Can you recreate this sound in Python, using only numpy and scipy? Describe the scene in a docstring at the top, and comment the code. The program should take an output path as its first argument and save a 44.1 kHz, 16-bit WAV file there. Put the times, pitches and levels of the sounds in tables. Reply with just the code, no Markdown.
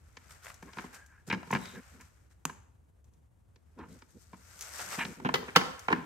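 """Plastic tool case on a garage floor

Hands work on a hollow case: the lid knocks, scrapes and rattles on its rim, a cap clicks, the case rocks
on cardboard, and steel wire latches snap down and ring, each snap with a faint high whistle.
Blows and stick-slip drive the resonances of the wall and the cavity. Sleeves and palms rustle between.
The garage echoes over a low steady rumble."""
import sys
import numpy as np
from scipy import signal
from scipy.fft import rfft, irfft, next_fast_len
from scipy.io import wavfile
from scipy.ndimage import uniform_filter1d, map_coordinates

SR = 44100
rng = np.random.default_rng(int(sys.argv[2]) if len(sys.argv) > 2 else 0)


def persist_wave(psi):
    """Save psi, clipped to +-1, as 16-bit WAV."""
    counts = np.round(np.clip(psi, -1, 1) * 32767).astype(np.int16)
    wavfile.write(sys.argv[1], SR, np.atleast_2d(counts).T)


N = 266805
HIT_S = np.arange(8192) / SR  # time axis of one event
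HIT_HZ = np.fft.rfftfreq(len(HIT_S), 1 / SR)
CAP_AT_S, CAP_CLICK_DB, CAP_THUMP_DB = 2.4533, -22, -37

# lid on rim: t/s, clack/dB, thud/dB, clack centre/Hz, thud centre/Hz, rebound count
LID_KNOCKS = [(0.169, -37, -54, 2600, 400, 0), (0.625, -38.5, -44.5, 1110, 300, 0),
              (0.732, -42, -60, 2650, 300, 0), (0.77, -33, -42, 1000, 261, 0),
              (0.784, -25.5, -39.5, 1400, 282, 1), (0.841, -36.5, -38.5, 800, 303, 0),
              (1.3, -22.5, -33.5, 2480, 200, 0), (1.326, -18, -27, 2000, 201, 2),
              (1.429, -35.5, -68, 940, 200, 0), (1.474, -43, -46, 1388, 199, 0),
              (1.505, -21.5, -35.5, 1020, 190, 0), (1.527, -17.5, -25, 1127, 188, 1),
              (1.549, -17.5, -26, 1790, 190, 2), (1.655, -37.5, -68, 3900, 200, 0),
              (2.495, -30.5, -46.5, 1080, 180, 0), (3.559, -57.5, -62.5, 2405, 300, 0),
              (3.789, -39, -42, 950, 270, 2), (4.02, -43.5, -57.5, 1500, 300, 0),
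              (4.331, -38, -44, 770, 169, 1), (4.979, -36, -32.5, 685, 225, 0),
              (4.989, -24, -58, 1780, 230, 0), (5.05, -28, -41.5, 3630, 217, 0),
              (5.198, -36, -48, 890, 260, 0), (5.248, -20.5, -28, 910, 287, 0),
              (5.256, -21.5, -26, 1000, 280, 1), (5.289, -16.5, -36.5, 1030, 380, 0),
              (5.427, -34, -39.5, 600, 400, 0), (5.482, -37, -38.5, 1184, 295, 0),
              (5.611, -20, -36, 1500, 300, 0), (5.883, -13.5, -33.5, 1130, 400, 0),
              (5.904, -19, -28.5, 980, 384, 1), (5.917, -23, -32, 1500, 380, 0),
              (5.9265, -9.5, -21.5, 1350, 400, 0)]
# latch snaps and seating blows: t/s, clack/dB, thud/dB, click/dB
LATCH_SNAPS = [(5.34, -18, -30.5, -29.5), (5.354, -27, -35, -36), (5.56, -8, -23, -19),
               (5.567, -17, -20.5, -32.5)]
# modes of the ribbed wall and lid: f/Hz, width/Hz, level/dB
WALL_MODES = [(681, 140, -3), (911, 76, 5), (1047, 70, 4.5), (1256, 79, -3), (1395, 120, -2), (1634, 69, 1),
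              (1770, 59, -1.5), (1969, 60, -4.5), (2141, 51, -2.5), (2299, 70, -1.5), (2495, 170, -6),
              (2858, 53, -4.5), (3122, 53, -7), (3966, 290, -14)]
# edge click: f/Hz, level/dB
EDGE_SPECTRUM = [(500, -26.5), (2000, -2.5), (3500, 5.5), (5000, 4.5), (6600, -3), (8000, -11.5),
                 (12000, -23.5), (16000, -27)]
# palm on plastic: f/Hz, level/dB
PALM_SPECTRUM = [(250, -17), (600, -5), (1000, -5.5), (1400, 0.5), (2300, -5.5), (3300, -14), (6000, -26.5),
                 (12000, -34.5)]
# sleeve swish: f/Hz, level/dB
CLOTH_SPECTRUM = [(1500, -22.5), (3500, -5.5), (5200, -0.5), (6800, -1.5), (8400, 1), (10000, -8.5),
                  (12500, -3), (15500, -20.5)]
# left-right likeness of echo and background: f/Hz, coherence
ROOM_COHERENCE = [(30, 0.9), (100, 0.8), (250, 0), (600, 0), (1500, 0), (8000, 0.85), (13000, 0.5)]


def amp(db):
    """Decibels to gain."""
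    return 10 ** (np.asarray(db) / 20)


def unit(x):
    """Scale to rms 1."""
    return x / np.sqrt(np.mean(x ** 2) + 1e-20)


def crest(x):
    """Scale the loudest 3 ms to rms 1."""
    return x / np.sqrt(uniform_filter1d(np.mean(x ** 2, axis=0), 132).max())


def along(points, hz):
    """Interpolate (f/Hz, value) points on a log axis."""
    knots_hz, values = np.transpose(points)
    return np.interp(np.log(hz + 1), np.log(knots_hz + 1), values)


def wobble(rate_hz, size=N):
    """Smooth random curve with knots at rate_hz."""
    knots = rng.standard_normal(int(size * rate_hz / SR) + 4)
    return map_coordinates(knots, [np.arange(size) * rate_hz / SR], order=2)


def filtered(x, response):
    """Apply a complex frequency response."""
    n = x.shape[-1]
    padded = 2 * next_fast_len(n // 2 + 512, True)
    return irfft(rfft(x, padded) * response(np.fft.rfftfreq(padded, 1 / SR)), padded)[..., :n]


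def colour(spectrum):
    """Minimum-phase response through (f/Hz, level/dB) points."""
    def response(hz):
        cepstrum = irfft(np.log(amp(along(spectrum, hz))))
        half = len(cepstrum) // 2
        return np.exp(rfft(cepstrum * np.r_[1, np.full(half - 1, 2), np.zeros(half)]))
    return response


def body(modes):
    """Response of parallel resonances with alternating signs."""
    return lambda hz: sum((-1) ** k * amp(db) * 1j * hz * width / (f0 * f0 - hz * hz + 1j * hz * width)
                          for k, (f0, width, db) in enumerate(modes))


def bell(centre_hz, rel_width, hz=HIT_HZ):
    """Emphasis round the pitch that a contact's stiffness favours."""
    return body([(centre_hz, centre_hz * rel_width, 0)])(hz)


def panels(centre_hz, rel_width):
    """Response of the hollow case: a push favours one pitch but also moves the whole."""
    # air and panel modes: f/Hz, width/Hz, level/dB
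    hollow_modes = [(68.3, 18, -7), (120, 52, -3.5), (179.3, 33, 3), (254.6, 19, 1.5), (321, 28, -5.5),
                    (381, 23, -1.5), (477, 68, -3.5)]
    whole_case_db = -7
    return lambda hz: body(hollow_modes)(hz) * (amp(whole_case_db) + bell(centre_hz, rel_width, hz))


def pair(x, coherence):
    """Blend two independent signals into left and right with the given (f/Hz, coherence)."""
    turn = lambda hz: np.arccos(np.clip(along(coherence, hz), -1, 1)) / 2
    mid, side = filtered(x, lambda hz: np.array([np.cos(turn(hz)), np.sin(turn(hz))]))
    return np.array([mid + side, mid - side])


def add(track, s, sound):
    """Mix an event in at time s, from where the case stands."""
    # bearing of the case: t/s, left lead/ms, left over right before band weighting/dB
    bearing = [(0, 0.0053, 1), (2.5, -0.043, -2), (5.051, -0.027, -1), (5.24, -0.34, -4),
               (5.36, -0.22, -1.5), (5.56, -0.13, -2), (6.001, -0.23, -2.5)]
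    # band weighting of the level difference: f/Hz, factor
    shadow = [(150, .3), (450, .5), (800, 1.3), (1200, 1.5), (1900, 0.24), (3200, 0.55), (9000, 0.25)]
    times, leads_ms, pans_db = np.transpose(bearing)
    lead_s, pan_db = np.interp(s, times, leads_ms) / 1000, np.interp(s, times, pans_db)
    sides = np.array([[.5], [-.5]])
    gain = lambda hz: amp(sides * pan_db * along(shadow, hz))
    placed = filtered(sound, lambda hz: gain(hz) * np.exp(2j * np.pi * hz * sides * lead_s))
    start = round(s * SR)
    track[:, start:start + len(HIT_S)] += placed[:, :N - start]


def blow(part, t60_s, chatter, spread):
    """An impulse and dying contact chatter drive a part; spread is chatter unique to each channel."""
    bite = 1 - np.exp(-HIT_S / 0.0017)  # the faces take a moment to meet fully
    grains = rng.standard_normal((3, len(HIT_S))) * bite * amp(-60 * HIT_S / t60_s)
    grains /= np.linalg.norm(grains, axis=1, keepdims=True)
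    force = (HIT_S == 0) + chatter * grains[0] + spread * grains[1:]
    fade = 1 - (HIT_S / HIT_S[-1]) ** 2
    return crest(irfft(rfft(force) * part) * fade)


def stroke(length_s):
    """Envelope of a push that swells and fades."""
    return np.abs(np.sin(np.pi * np.clip(HIT_S / length_s, 0, 1))) ** 0.7


def friction(response, coherence, grain_db, grain_hz):
    """Sliding faces catch and slip in tiny uneven bursts."""
    slips = rng.standard_normal((2, N)) * amp(grain_db * wobble(grain_hz))
    return unit(filtered(pair(slips, [(1, coherence)]), response))


def dying(blows, fall_db_per_s):
    """Amplitude envelope of the energy that (t/s, level/dB) blows leave in the case."""
    s, db = np.transpose(blows)
    energy = np.bincount(np.round(s * SR).astype(int), amp(db) ** 2, N)
    return np.sqrt(signal.lfilter([1], [1, -amp(-fall_db_per_s / SR) ** 2], energy))


def lid_knocks():
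    """The lid meets the rim and rebounds: the edge clicks, the wall clacks, the hollow case thuds."""
    rebound_s, rebound_loss_db = .0095, 5.5
    out = np.zeros((2, N))
    wall, edge = body(WALL_MODES)(HIT_HZ), colour(EDGE_SPECTRUM)(HIT_HZ)
    for s, clack_db, thud_db, clack_hz, thud_hz, rebounds in LID_KNOCKS:
        struck_wall = wall * bell(clack_hz, rel_width=1.1)
        hollow = panels(thud_hz, rel_width=.7)(HIT_HZ)
        # the click grows with contact force and stiffness
        click_db = -34 + 0.61 * clack_db + 8 * np.log2(clack_hz / 1500)
        for k in range(round(rebounds) + 1):
            clack = amp(clack_db - 8) * blow(struck_wall, t60_s=.015, chatter=0.55, spread=0.75)
            thud = amp(thud_db - 0.5) * blow(hollow, t60_s=0.028, chatter=0.55, spread=0.08)
            click = amp(click_db) * blow(edge, t60_s=0.028, chatter=1.5, spread=1.2)
            add(out, s + k * rebound_s, amp(-k * rebound_loss_db) * (clack + thud + click))
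    return out


def latches():
    """A lever flips over centre and slaps the case; its wire rings and a faint high whistle sounds."""
    # lever slap: f/Hz, level/dB
    lever_spectrum = [(250, -24.5), (500, 6.5), (620, -3), (900, 0), (1250, 5.5), (1700, 3.5), (2500, -3),
                      (3200, -5.5), (4500, -6), (8000, -24)]
    # wire modes, then (last row) a faint whistle near 15.7 kHz with each snap: f/Hz, level/dB, t60/s
    snap_tones = [(1635, -3, .07), (2003, 0, .14), (2172, -6, .11), (2918, -2, .05), (3058, 4, .05),
                  (3153, 7, .055), (4150, -2, .03), (10050, -22, .24), (11900, -20.5, .24),
                  (13700, -25, .2), (15738, -29, .24)]
    out = np.zeros((2, N))
    wall, hollow = body(WALL_MODES)(HIT_HZ), panels(400, rel_width=.8)(HIT_HZ)
    lever, edge = colour(lever_spectrum)(HIT_HZ), colour(EDGE_SPECTRUM)(HIT_HZ)
    for s, clack_db, thud_db, click_db in LATCH_SNAPS:
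        slap = amp(clack_db - 4) * blow(lever, t60_s=0.039, chatter=2.7, spread=2.9)
        clack = amp(clack_db - 9.5) * blow(wall, t60_s=0.016, chatter=0.7, spread=0.84)
        thud = amp(thud_db - 3) * blow(hollow, t60_s=0.025, chatter=0.96, spread=0.18)
        click = amp(click_db - 0.5) * blow(edge, t60_s=0.024, chatter=2.2, spread=1.1)
        tones = 0
        for hz, db, t60_s in snap_tones:
            envelope = amp(db + rng.normal(0, 2, (2, 1)) - 60 * HIT_S / t60_s)
            tones += envelope * np.sin(2 * np.pi * (hz * HIT_S + rng.random((2, 1))))
        add(out, s, slap + clack + thud)
        add(out, s + 0.002, click + amp(click_db - 5) * tones)  # the wire seats after the lever lands
    return out


def cap():
    """A small stiff cap clicks home and thumps the air in the case."""
    # cap and seat: f/Hz, width/Hz, level/dB
    cap_modes = [(1000, 210, 1.5), (1620, 280, -5.5), (2600, 340, -6), (4650, 800, -15), (6450, 1200, -8.5),
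                 (8200, 1000, -11), (10300, 1400, -12.5), (12800, 1800, -17)]
    # air behind the capped port: f/Hz, width/Hz, level/dB
    air_modes = [(157, 12, 3), (251, 26, 0), (400, 68, -8.5)]
    out = np.zeros((2, N))
    click = amp(CAP_CLICK_DB) * blow(body(cap_modes)(HIT_HZ), t60_s=0.016, chatter=0.3, spread=0.3)
    thump = amp(CAP_THUMP_DB) * blow(body(air_modes)(HIT_HZ), t60_s=.02, chatter=0.36, spread=0.14)
    add(out, CAP_AT_S, click + thump)
    return out


def scrapes():
    """Tight plastic faces stick and slip hundreds of times a second, shaking the wall."""
    # juddering slides: t/s, length/s, level/dB, centre/Hz, relative width
    slides = [(0.431, 0.073, -56, 1700, 0.54), (0.663, 0.047, -53, 1500, .6), (0.912, 0.15, -54, 1610, .08),
              (1.065, 0.16, -59.5, 1630, 0.14), (1.308, 0.0098, -26.5, 2270, 0.35),
              (1.522, 0.016, -29.5, 2200, 0.25), (1.58, 0.2, -52.5, 3750, 0.096),
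              (1.734, 0.066, -49, 1694, 0.23), (1.992, 0.034, -53.5, 1880, 0.52),
              (3.77, 0.094, -48, 1160, 0.64), (3.895, 0.037, -68, 4670, 0.12),
              (4.981, 0.059, -29.5, 2250, 0.55), (5.251, 0.025, -38, 3090, 0.41),
              (5.476, 0.024, -40, 1910, 0.53), (5.55, 0.008, -30, 2520, 0.46),
              (5.888, 0.026, -31, 1230, 0.71)]
    out = np.zeros((2, N))
    wall = body(WALL_MODES)(HIT_HZ)
    for s, length_s, db, centre_hz, rel_width in slides:
        slip_hz = 480 * amp(4.5 * wobble(260, size=len(HIT_S)))
        slips = np.diff(np.floor(np.cumsum(slip_hz) / SR), prepend=0)
        slips *= amp(rng.normal(0, 1.6, len(HIT_S)))
        force = stroke(length_s) * (slips + 0.034 * rng.standard_normal((2, len(HIT_S))))
        add(out, s, amp(db) * crest(irfft(rfft(force) * wall * bell(centre_hz, rel_width))))
    return out


def ticks():
    """Small hard contacts, too light to move the case."""
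    # fingers and fittings: t/s, level/dB
    contacts = [(0.543, -50), (0.627, -54), (0.945, -48.5), (1.063, -56.5), (1.514, -38), (1.535, -40.5),
                (2.011, -49.5), (3.044, -66.5), (3.137, -67.5), (3.99, -58.5), (4.592, -44), (4.610, -34.5),
                (4.623, -37), (5.794, -41.5)]
    # one tick: f/Hz, level/dB
    tick_spectrum = [(800, -20.5), (2000, -11.5), (4000, -11), (6500, -2.5), (9000, -11), (12000, -9.5),
                     (15000, -22)]
    out = np.zeros((2, N))
    fitting = colour(tick_spectrum)(HIT_HZ)
    for s, db in contacts:
        add(out, s, amp(db - 1) * blow(fitting, t60_s=0.037, chatter=0.8, spread=0.62))
    return out


def settling():
    """Each blow leaves the deep panel modes shuddering and loose parts rattling against the wall."""
    blows = [row[:3] for row in LID_KNOCKS + LATCH_SNAPS] + [(CAP_AT_S, CAP_CLICK_DB, CAP_THUMP_DB)]
    shudder = dying([(s, thud_db - 18.5) for s, _, thud_db in blows], fall_db_per_s=129)
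    rattle = dying([(s, clack_db - 34) for s, clack_db, _ in blows], fall_db_per_s=113)
    return (shudder * friction(panels(210, rel_width=1), coherence=.8, grain_db=2, grain_hz=53)
            + rattle * friction(colour(PALM_SPECTRUM), coherence=.4, grain_db=2.5, grain_hz=360))


def rocking():
    """A push tips the case on its cardboard, and its panels rumble."""
    # pushes: t/s, length/s, level/dB, centre/Hz
    pushes = [(0.627, 0.085, -54, 290), (1.27, 0.031, -42, 183), (1.349, 0.044, -42, 180),
              (1.727, 0.087, -46, 235), (1.911, 0.13, -58, 220), (3.756, 0.12, -51, 250),
              (3.867, 0.12, -52, 210), (4.137, 0.054, -54.5, 248), (4.785, .18, -59, 90),
              (4.998, 0.15, -45.5, 224), (5.158, 0.25, -45, 251), (5.355, 0.098, -46.5, 380)]
    out = np.zeros((2, N))
    for s, length_s, db, centre_hz in pushes:
        grind = pair(rng.standard_normal((2, len(HIT_S))), coherence=[(1, .85)])
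        rumble = unit(filtered(grind, panels(centre_hz, rel_width=0.37)))
        add(out, s, amp(db) * stroke(length_s) * rumble)
    return out


def scuffs():
    """A quick brush of hand or sleeve: skin rubs, cloth swishes."""
    # brushes: t/s, length/s, level/dB, swish over rub/dB
    brushes = [(0.289, 0.048, -58.5, 0.5), (0.42, 0.11, -50.5, -4.5), (0.928, 0.052, -53, -2),
               (1.266, 0.031, -59, 5.5), (2.296, 0.044, -73.5, 0.5), (3.882, 0.094, -71, 6),
               (4.773, 0.062, -43, 0), (4.901, 0.064, -44, -3)]
    out = np.zeros((2, N))
    rub = friction(colour(PALM_SPECTRUM), coherence=0.67, grain_db=5, grain_hz=410)
    swish = friction(colour(CLOTH_SPECTRUM), coherence=.3, grain_db=3, grain_hz=220)
    for s, length_s, db, swish_db in brushes:
        span = slice(round(s * SR), round(s * SR) + len(HIT_S))
        add(out, s, amp(db) * stroke(length_s) * (rub[:, span] + amp(swish_db) * swish[:, span]))
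    return out


def arm_rustle():
    """With each arm movement a palm rubs the wall and clothing swishes."""
    # arm movements: peak t/s, level/dB, rise/s, fall/s, swish offset/dB
    moves = [(0.33, -60, 0.56, 1, -5.5), (0.81, -51, 0.27, 0.3, -9), (1.64, -50, 0.38, 0.54, -6.5),
             (2.02, -63.5, 0.23, .22, -2.5), (3.94, -65.5, 0.37, 0.31, -7), (4.22, -73.5, 0.29, 0.14, 8),
             (4.79, -46, 0.45, 0.16, -1.5), (4.94, -38, 0.2, 0.23, -4), (5.7, -51, 1, 0.79, -9.5)]
    range_db = 22.5  # covered in one rise or fall time
    t = np.arange(N) / SR
    rub_power, swish_power = np.zeros((2, N))
    for s, db, rise_s, fall_s, swish_db in moves:
        power = amp(db - range_db * np.maximum((s - t) / rise_s, (t - s) / fall_s)) ** 2
        rub_power += power
        swish_power += power * amp(swish_db) ** 2
    flutter = amp(1.3 * wobble(28))  # fabric folds and skin catches unevenly
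    rub = friction(colour(PALM_SPECTRUM), coherence=0.23, grain_db=1.5, grain_hz=620)
    swish = friction(colour(CLOTH_SPECTRUM), coherence=0.033, grain_db=3, grain_hz=1100)
    return flutter * (amp(-2) * np.sqrt(rub_power) * rub
                      + amp([[1.5], [-2.5]]) * np.sqrt(swish_power) * swish)


def garage_echo(x, blocks=12):
    """Cluttered walls return a diffuse tail; it changes as things move, so each block has its own."""
    # echo decay: f/Hz, t60/s
    echo_t60 = [(150, .42), (500, .52), (1500, .62), (4000, .52), (8000, .45), (14000, .33)]
    # echo colour: f/Hz, level/dB
    echo_spectrum = [(100, -3.5), (300, -6.5), (700, -5.5), (1800, -13), (4000, -12), (8000, -8),
                     (14000, -13.5)]
    hz, t, noise = signal.stft(rng.standard_normal((blocks, 2, SR * 3 // 5)), SR, nperseg=256)
    decay = amp(-60 * t / along(echo_t60, hz)[:, None])
    decay *= amp(along(echo_spectrum, hz))[:, None] / np.linalg.norm(decay, axis=1, keepdims=True)
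    turn = np.arccos(np.clip(along(ROOM_COHERENCE, hz), -1, 1))[:, None] / 2
    mid, side = noise[:, 0] * np.cos(turn), noise[:, 1] * np.sin(turn)
    spectra = np.stack([mid + side, mid - side], axis=1) * decay
    tails = signal.istft(spectra, SR, nperseg=256)[1] / np.sqrt(t[1] * SR)
    tails *= 1 - np.exp(-np.arange(tails.shape[-1]) / SR / 0.0033)  # soft onset
    wet = np.zeros((2, N + 2 * SR))
    hop = N // blocks + 1
    for start, tail in zip(range(0, N, hop), tails):
        echo = signal.fftconvolve(np.sqrt(2) * x[:, start:start + hop], tail, axes=1)
        wet[:, start:start + echo.shape[1]] += echo
    return wet[:, :N]


def building_rumble():
    """Steady low rumble and faint hiss of the building."""
    # room noise: f/Hz, level/dB
    rumble_spectrum = [(28, -35.5), (40, -6), (65, 4), (90, 2), (130, -7), (200, -14), (300, -17.5),
                       (600, -24), (1000, -27.5), (2000, -36.5), (5000, -46), (8000, -42), (12500, -45.5),
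                       (15500, -54)]
    air = filtered(pair(rng.standard_normal((2, N)), ROOM_COHERENCE), colour(rumble_spectrum))
    return amp(-61 + 1.7 * wobble(57)) * unit(air)


def scene():
    """Close blows and their echo, the case settling and rocking, rustle and room noise."""
    plastic = lid_knocks() + scrapes()
    light = ticks() + scuffs()
    snaps, cap_snap = latches(), cap()
    send = amp(-6) * plastic + amp(-0.5) * light + amp(-3) * snaps + amp(-7.5) * cap_snap
    echo = garage_echo(send) * amp([[.6], [-.6]])
    direct = plastic + light + snaps + cap_snap
    return direct + echo + settling() + rocking() + arm_rustle() + building_rumble()


def record(dry):
    """Stereo microphone: left brighter near 6.5 kHz, deep bass cut, peaks rounded, steep top edge."""
    low_cut_hz, top_hz, full_scale = 32, 15900, .85
    # added on the left, taken off the right: f/Hz, level/dB
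    tilt_db = [(2500, 0.46), (4000, -0.23), (6500, 4.6), (8500, 1.4), (11000, -1.7)]
    tilt = lambda hz: amp([along(tilt_db, hz), -along(tilt_db, hz)])
    mics = filtered(dry, lambda hz: tilt(hz) * hz ** 4 / (hz ** 4 + low_cut_hz ** 4))
    rounded = mics / (1 + (mics / full_scale) ** 6) ** (1 / 6)
    return filtered(rounded, lambda hz: 1 / (1 + (hz / top_hz) ** 160))


dry = scene()
out = record(dry)
persist_wave(out)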